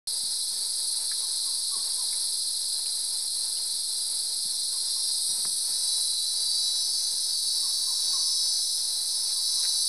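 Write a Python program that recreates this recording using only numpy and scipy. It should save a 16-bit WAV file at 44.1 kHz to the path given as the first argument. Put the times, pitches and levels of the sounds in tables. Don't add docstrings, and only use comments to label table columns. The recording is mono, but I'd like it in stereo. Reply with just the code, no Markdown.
import sys
import numpy as np
from scipy import signal
from scipy.fft import rfft, irfft
from scipy.io import wavfile
from scipy.ndimage import uniform_filter1d, map_coordinates

SR = 44100
rng = np.random.default_rng(int(sys.argv[2]) if len(sys.argv) > 2 else 0)


def int16_out(signal):
    q = np.round(np.clip(np.atleast_2d(signal).T, -1, 1) * 32767)
    wavfile.write(sys.argv[1], SR, q.astype(np.int16))


N = 435708
TIME = np.arange(N) / SR
HZ = np.maximum(np.fft.rfftfreq(N, 1 / SR), 1)

# t/s, f/Hz
CICADA_RATE = [(5.9, 164.3), (6.54, 164.4), (7.17, 163.8), (7.47, 162.8), (9.88, 163.7)]
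CICADA_RIBS = [0.62, 1.0, 0.93, 0.71]
# f/Hz, width/Hz, level/dB
ABDOMEN = [(4020, 350, 0.45), (4630, 480, 2.5), (5170, 530, 1.5), (6010, 260, -5), (6610, 240, -18.5),
           (7500, 240, -16), (9400, 1600, -16)]
CICADA_START_S, INTO_SONG_S = 4.19, (5.3, 5.8)

def near_cicada(slow_start_hz=13.1, speed_up_s=.57, rib_step=.2471, jitter=.00028, stumble=.00499,
                waver_db=1.5, stutter_db=2.0):
    rate, = in_time(CICADA_RATE)
    until_song_s = np.maximum(INTO_SONG_S[1] - TIME, 0)
    rate = rate - slow_start_hz * (1 - np.exp(-(until_song_s / speed_up_s) ** 2))
    full_rate = np.median(rate[TIME > INTO_SONG_S[1]])
    winding = np.interp(TIME, INTO_SONG_S, [1, 0])
    level_db, brightness = cicada_effort(winding)
    cycle = np.cumsum(full_rate * (1 + (jitter + stumble * winding) * drift(39.5))) / SR
    step = rib_step + winding * (1 / len(CICADA_RIBS) - rib_step)
    clicks = 0
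    for rib, strength in enumerate(CICADA_RIBS):
        samples_off = ((cycle - rib * step + .5) % 1 - .5) * SR / full_rate
        clicks += strength * np.sinc(samples_off) * (np.abs(samples_off) < 8)
    clicks *= 1 + .04 * drift(300)
    song = 0
    for k, (hz, width, db) in enumerate(ABDOMEN):
        tilt_db = brightness * min(hz / 1000 - 5, 1)
        song += (-1) ** k * from_db(db + tilt_db + waver_db * drift(6)) * resonate(clicks, hz, width)
    position = np.cumsum(rate / full_rate)
    song = map_coordinates(song, [position - position[-1] + N - 1], order=5, mode="mirror")
    song = bandpass(song, 3650, 10800, order=12)
    song /= np.sqrt(uniform_filter1d(song ** 2, size=4000))
    fade_in = np.clip((TIME - CICADA_START_S) / .2, 0, 1)
    stutter = from_db(stutter_db * winding * (drift(16) - .5))
    return scrub(swell_partials(song) * from_db(level_db) * fade_in * stutter, t60=.087, wet_db=-15.5)


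# top t/s, length/s, extra level/dB, extra brightness/(dB/kHz)
SURGES = [(5.1, .5, 2.5, -1.2), (5.56, .24, -4, 0.5), (5.925, 0.24, 3, -0.5), (6.193, 0.25, 0.9, -6.5),
          (6.624, 0.49, 5.5, -4), (7.0, .2, 1.5, 3.5), (7.35, .15, -1, 1), (7.65, 0.61, 3, -0.5),
          (8.146, 0.3, 3.5, 1.5), (8.486, 0.43, 5, 2), (9.05, 0.33, -0.3, 0), (9.72, 0.71, 4.5, 1)]

def cicada_effort(winding, song_db=-34.5, faint_db=-12.5, grow_s=.56, thin_tilt=4.5, song_tilt=1.55):
    level_db = song_db + faint_db * np.exp(-np.maximum(TIME - CICADA_START_S, 0) / grow_s)
    brightness = song_tilt + winding * (thin_tilt - song_tilt)
    for s, length_s, db, brighter in SURGES:
        surge = swell(s, length_s)
        level_db += db * surge
        brightness += brighter * surge
    return level_db, brightness


# top t/s, length/s, f/Hz, extra level/dB
PARTIAL_SWELLS = [(6.08, 0.26, 4105, 4.5), (6.18, .15, 5260, -10), (6.6, 1.1, 5420, -7),
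                  (6.65, .35, 4770, 4), (6.75, .5, 5940, 4.5), (6.92, .25, 5250, 3.5), (7.08, .25, 4095, 5),
                  (7.304, 0.14, 5225, 6.5), (7.55, .6, 5920, -3.5), (7.5, .18, 4560, 4),
                  (7.78, 0.59, 5375, 6.5), (7.8, .6, 6515, 6), (7.86, .2, 5210, -9),
                  (8.05, 0.39, 4565, 4.5), (8.42, .3, 5220, 5), (8.9, .35, 4620, -9), (8.94, .25, 4085, 8),
                  (8.95, .7, 3900, -3.5), (9.4, .6, 5250, 4), (9.55, 0.89, 4090, 5)]

def swell_partials(song, reach_hz=115):
    spectrum, out = rfft(song), song
    for s, length_s, hz, db in PARTIAL_SWELLS:
        band = np.exp(-np.minimum(((HZ - hz) / reach_hz) ** 2, 20))
        partial = irfft(spectrum * band, N)
        out = out + (from_db(db * swell(s, length_s)) - 1) * partial
    return out


# t/s, level/dB
SIZZLE_LEVEL = [(5.5, -78), (7.1, -62), (7.6, -54), (8.8, -57), (9.7, -52)]
# f/Hz, level/dB
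SIZZLE_SPECTRUM = [(8000, -100), (11000, -25), (12400, -2), (13000, -4), (13450, -1), (13800, -15),
                   (14250, -16), (14700, -35)]

def sizzle(flutter_db=1.5):
    level_db, = in_time(SIZZLE_LEVEL)
    return from_db(level_db + flutter_db * drift(8)) * spread(swarm(12000), SIZZLE_SPECTRUM)


# t/s, level/dB
CHORUS_LEVEL = [(0, -32), (1.2, -31.8), (2.1, -31), (3.2, -32.5), (4.8, -32), (7, -32.5), (9.88, -32)]
# f/Hz, level/dB
CHORUS_SPECTRUM = [(2500, -49), (3050, -38), (3300, -19), (3620, -13), (3880, -5), (4130, 1.5),
                   (4450, -1.5), (4950, -0.5), (5600, -10.5), (6300, -16.5), (7100, -23.5), (9400, -41),
                   (15000, -100)]

def far_chorus(flutter_db=.3):
    level_db, = in_time(CHORUS_LEVEL)
    gain = from_db(level_db + flutter_db * drift(25))
    return gain * spread(patchy(swarm(30000), depth_db=1.03), CHORUS_SPECTRUM)


# top t/s, extra level/dB
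SHRILL_SWELLS = [(.85, 2), (2.2, 2.5), (6.0, 2.5), (9.75, 3)]
# f/Hz, level/dB
SHRILL_SPECTRUM = [(6800, -47), (8000, -8.5), (8800, -1.5), (9620, -1.5), (9760, -8), (10000, 0),
                   (10225, 4.5), (10370, 0), (10600, -0.5), (11200, -10.5), (12200, -28), (14100, -53)]

def shrill_insect(usual_db=-34.5, wander_db=.6, syllables_per_s=22.6, cycles_per_syllable=9,
                  tempo_wander=.006, pause_depth=.69, pause_share=.25, smear=.7):
    swells_db = sum(db * swell(s, length_s=.3) for s, db in SHRILL_SWELLS)
    level_db = usual_db + wander_db * drift(8.2) + swells_db
    syllable = np.cumsum(syllables_per_s * (1 + tempo_wander * drift(2))) / SR
    from_pause = 2 * ((syllable - .11) % 1) - 1
    gate = 1 - pause_depth / (1 + np.abs(from_pause / pause_share) ** 4.6)
    clicks = rms_one(high_tymbal(syllable * cycles_per_syllable) + smear * rng.standard_normal(N))
    return from_db(level_db) * rms_one(gate) * spread(patchy(clicks, depth_db=1.0), SHRILL_SPECTRUM)


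# f/Hz, level/dB
RASP_SPECTRUM = [(7400, -42), (8000, -5), (8350, 0.5), (8800, -12), (9300, 1), (9800, -5), (10300, -19),
                 (11600, -11), (12400, -33), (15000, -70)]

def rasping_insect(start_s=5.01, attack_s=.27, hold_s=.71, release_s=.4, level_db=-30.5,
                   sag_db_per_s=7.5, cycle_hz=212, tempo_wander=.025, smear=.55):
    age = np.maximum(TIME - start_s, 0)
    envelope = np.interp(age, np.cumsum([0, attack_s, hold_s, release_s]), [0, 1, 1, 0])
    cycle = np.cumsum(cycle_hz * (1 + tempo_wander * drift(20))) / SR
    clicks = rms_one(high_tymbal(cycle) + smear * rng.standard_normal(N))
    return envelope * from_db(level_db - sag_db_per_s * age) * spread(clicks, RASP_SPECTRUM)


HIGH_RIBS = [1, 1, 0.82, 0.59]

def high_tymbal(cycle, scatter_s=.00007, uneven_db=1.2):
    due = np.flatnonzero(np.diff(np.floor(cycle * len(HIGH_RIBS))) > 0)
    late, strong = rng.standard_normal((2, N))[:, due]
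    at = np.clip(due + np.round(late * scatter_s * SR).astype(int), 0, N - 1)
    clicks = np.zeros(N)
    clicks[at] = np.resize(HIGH_RIBS, len(due)) * from_db(uneven_db * strong)
    return rms_one(clicks)


# f/Hz, level/dB
HAZE_SPECTRUM = [(5500, -49), (7100, -19), (7600, -7.5), (7950, 0.5), (9000, -3), (10500, -1.5),
                 (11650, -8.5), (11950, -16), (13500, -27.5), (14100, -46)]

def insect_haze(level_db=-36.5):
    return from_db(level_db) * spread(rng.standard_normal(N), HAZE_SPECTRUM)


# t/s, top f/Hz, relative level/dB
BIRD_NOTES = [(1.21, 1080, -49), (1.446, 1105, -51), (1.71, 1130, -44), (1.974, 1030, -47),
              (4.725, 1095, -54), (4.945, 1070, -53), (7.62, 1118, -48.5), (7.862, 1085, -45),
              (8.124, 1100, -41.5), (9.125, 1012, -51), (9.345, 1097, -53.5), (9.565, 1120, -52)]

def distant_bird(length_s=.082, fall=.8, crest=.274, rough=.29, hoarse=.017, gain_db=-2.0):
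    notes, length = np.zeros(N), int(length_s * SR)
    progress = np.arange(length) / length
    envelope = np.sin(np.pi * progress ** .76)
    quaver = 1 + hoarse * drift(120)
    for s, hz, db in BIRD_NOTES:
        span = slice(int(s * SR), int(s * SR) + length)
        pitch = hz * (1 - fall * (progress - crest) ** 2) * quaver[span]
        notes[span] += from_db(db + gain_db) * envelope * np.sin(2 * np.pi * np.cumsum(pitch) / SR)
    return scrub(notes * (1 + rough * drift(150)), t60=.99, wet_db=-2.5)


# t/s, relative level/dB, lowest f/Hz, highest f/Hz, t60/s
KNOCKS = [(1.114, -36.5, 1300, 2150, .028), (1.762, -42.5, 150, 1000, 0.044),
          (2.126, -44.5, 1500, 2300, 0.081), (2.86, -41, 1600, 3300, .035), (3.565, -47, 2820, 3220, 0.13),
          (5.451, -32.5, 250, 1900, 0.026), (9.29, -49, 2110, 2620, 0.079)]

def knocks(gain_db=1.0):
    taps = 0
    for s, db, low_hz, high_hz, t60 in KNOCKS:
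        tap = bandpass(burst(s, t60) + 1e-18, low_hz, high_hz, order=4)
        taps += from_db(db + gain_db) * tap / np.abs(tap).max()
    return scrub(taps, t60=.12, wet_db=-8)


# f/Hz, level/dB
SCRAPE_SPECTRUM = [(200, -25), (420, -2.5), (1000, -12), (1500, 1), (2050, 0), (2800, -7), (4500, -55)]

def scrape(top_s=9.647, length_s=.04, level_db=-48.5):
    return from_db(level_db) * swell(top_s, length_s) * spread(swarm(3000), SCRAPE_SPECTRUM)


# t/s, relative level/dB
BUMPS = [(0.229, -49.5), (0.519, -52), (1.763, -54), (3.718, -54), (4.363, -55), (4.449, -49), (5.287, -45),
         (5.377, -51), (5.449, -45), (5.529, -53), (5.69, -52), (7.124, -55), (7.453, -54)]

def microphone_bumps(body_hz=150, width_hz=120, gain_db=1.5, rub_db=-81, rub_swing_db=5, side_db=-6):
    def handling():
        push = sum(from_db(db + gain_db) * burst(s, t60=.25) for s, db in BUMPS)
        body = resonate(push, body_hz, width_hz)
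        thuds = resonate(body, body_hz, 2 * width_hz) * np.sqrt(SR / width_hz) / 4
        rubbing = resonate(resonate(rng.standard_normal(N), hz=197, width=64), hz=197, width=64)
        return thuds + from_db(rub_db) * rms_one(rubbing * from_db(rub_swing_db * drift(5.4)))
    mid, side = handling(), from_db(side_db) * handling()
    return np.array([mid + side, mid - side])


# f/Hz, level/dB
RUSH_SPECTRUM = [(12, -7.5), (22, -4), (32, -18), (56, -25.5), (125, -51), (190, -19), (269, -17),
                 (400, -15.5), (464, -9.5), (600, -15), (960, -7.5), (1150, -20), (1400, -13.5),
                 (2600, -19.5), (3100, -21.5), (6600, -100)]

def background_rush(level_db=-57, sway_db=1.55):
    return from_db(level_db + sway_db * drift(6.4)) * spread(rng.standard_normal(N), RUSH_SPECTRUM)


def patchy(x, depth_db, band_hz=130, count=14):
    spectrum, out = rfft(x), 0
    for k in range(count):
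        bands_off = np.abs((HZ / band_hz - k + count / 2) % count - count / 2)
        bands = irfft(spectrum * np.maximum(1 - bands_off, 0), N)
        out += bands * from_db(depth_db * drift(3.6))
    return out


def scrub(x, t60, wet_db):
    tails = rng.standard_normal((2, SR)) * from_db(-60 * TIME[:SR] / t60)
    tails /= np.sqrt(np.sum(tails ** 2, axis=1, keepdims=True))
    return x + from_db(wet_db) * signal.fftconvolve([x], tails, axes=1)[:, :N]


# f/Hz, side minus mid level/dB
STEREO_WIDTH = [(30, -2), (120, -8), (350, -5.5), (700, -4.5), (1300, -15), (2500, -12), (4200, -19),
                (8000, -13.5), (10500, -15), (13000, -12)]

def spread(excitation, spectrum):
    colour = gain_at(spectrum)
    mid = irfft(rfft(excitation) * colour, N)
    side = irfft(rfft(rng.standard_normal(N)) * colour * gain_at(STEREO_WIDTH), N)
    return rms_one(np.array([mid + side, mid - side]))


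def swarm(clicks_per_s):
    return rms_one((rng.random(N) < clicks_per_s / SR) * rng.standard_normal(N))


def burst(s, t60):
    out, start = np.zeros(N + SR), int(s * SR)
    out[start:start + SR] = rng.standard_normal(SR) * from_db(-60 * np.minimum(TIME[:SR] / t60, 2))
    return out[:N]


def swell(s, length_s):
    return np.exp2(-np.minimum((2 * (TIME - s) / length_s) ** 2, 20))


def drift(rate_hz):
    return rms_one(irfft(rfft(rng.standard_normal(N)) / (1 + (HZ / rate_hz) ** 2), N))


def resonate(x, hz, width):
    r = np.exp(-np.pi * width / SR)
    feedback = [1, -2 * r * np.cos(2 * np.pi * hz / SR), r * r]
    return signal.lfilter(np.array([1, 0, -1]) * (1 - r * r) / 2, feedback, x + 1e-18)


def bandpass(x, low_hz, high_hz, order):
    return signal.sosfilt(signal.butter(order, [low_hz, high_hz], "band", fs=SR, output="sos"), x)


def gain_at(points):
    hz, db = np.transpose(points)
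    return from_db(np.interp(np.log(HZ), np.log(hz), db))


def in_time(rows):
    s, *columns = np.transpose(rows)
    return [np.interp(TIME, s, c) for c in columns]


def from_db(db):
    return 10 ** (np.asarray(db) / 20)


def rms_one(x):
    return x / np.sqrt(np.mean(x ** 2) + 1e-20)


def scene():
    insects = far_chorus() + insect_haze() + shrill_insect() + rasping_insect() + near_cicada() + sizzle()
    return insects + distant_bird() + knocks() + scrape() + microphone_bumps() + background_rush()


def record(dry, start_s=.072, offset=-.0031, cutoff_hz=14700):
    lowpass = signal.ellip(10, .1, 80, cutoff_hz, fs=SR, output="sos")
    return signal.sosfilt(lowpass, (dry + offset) * (TIME >= start_s))


dry = scene()
out = record(dry)
int16_out(out)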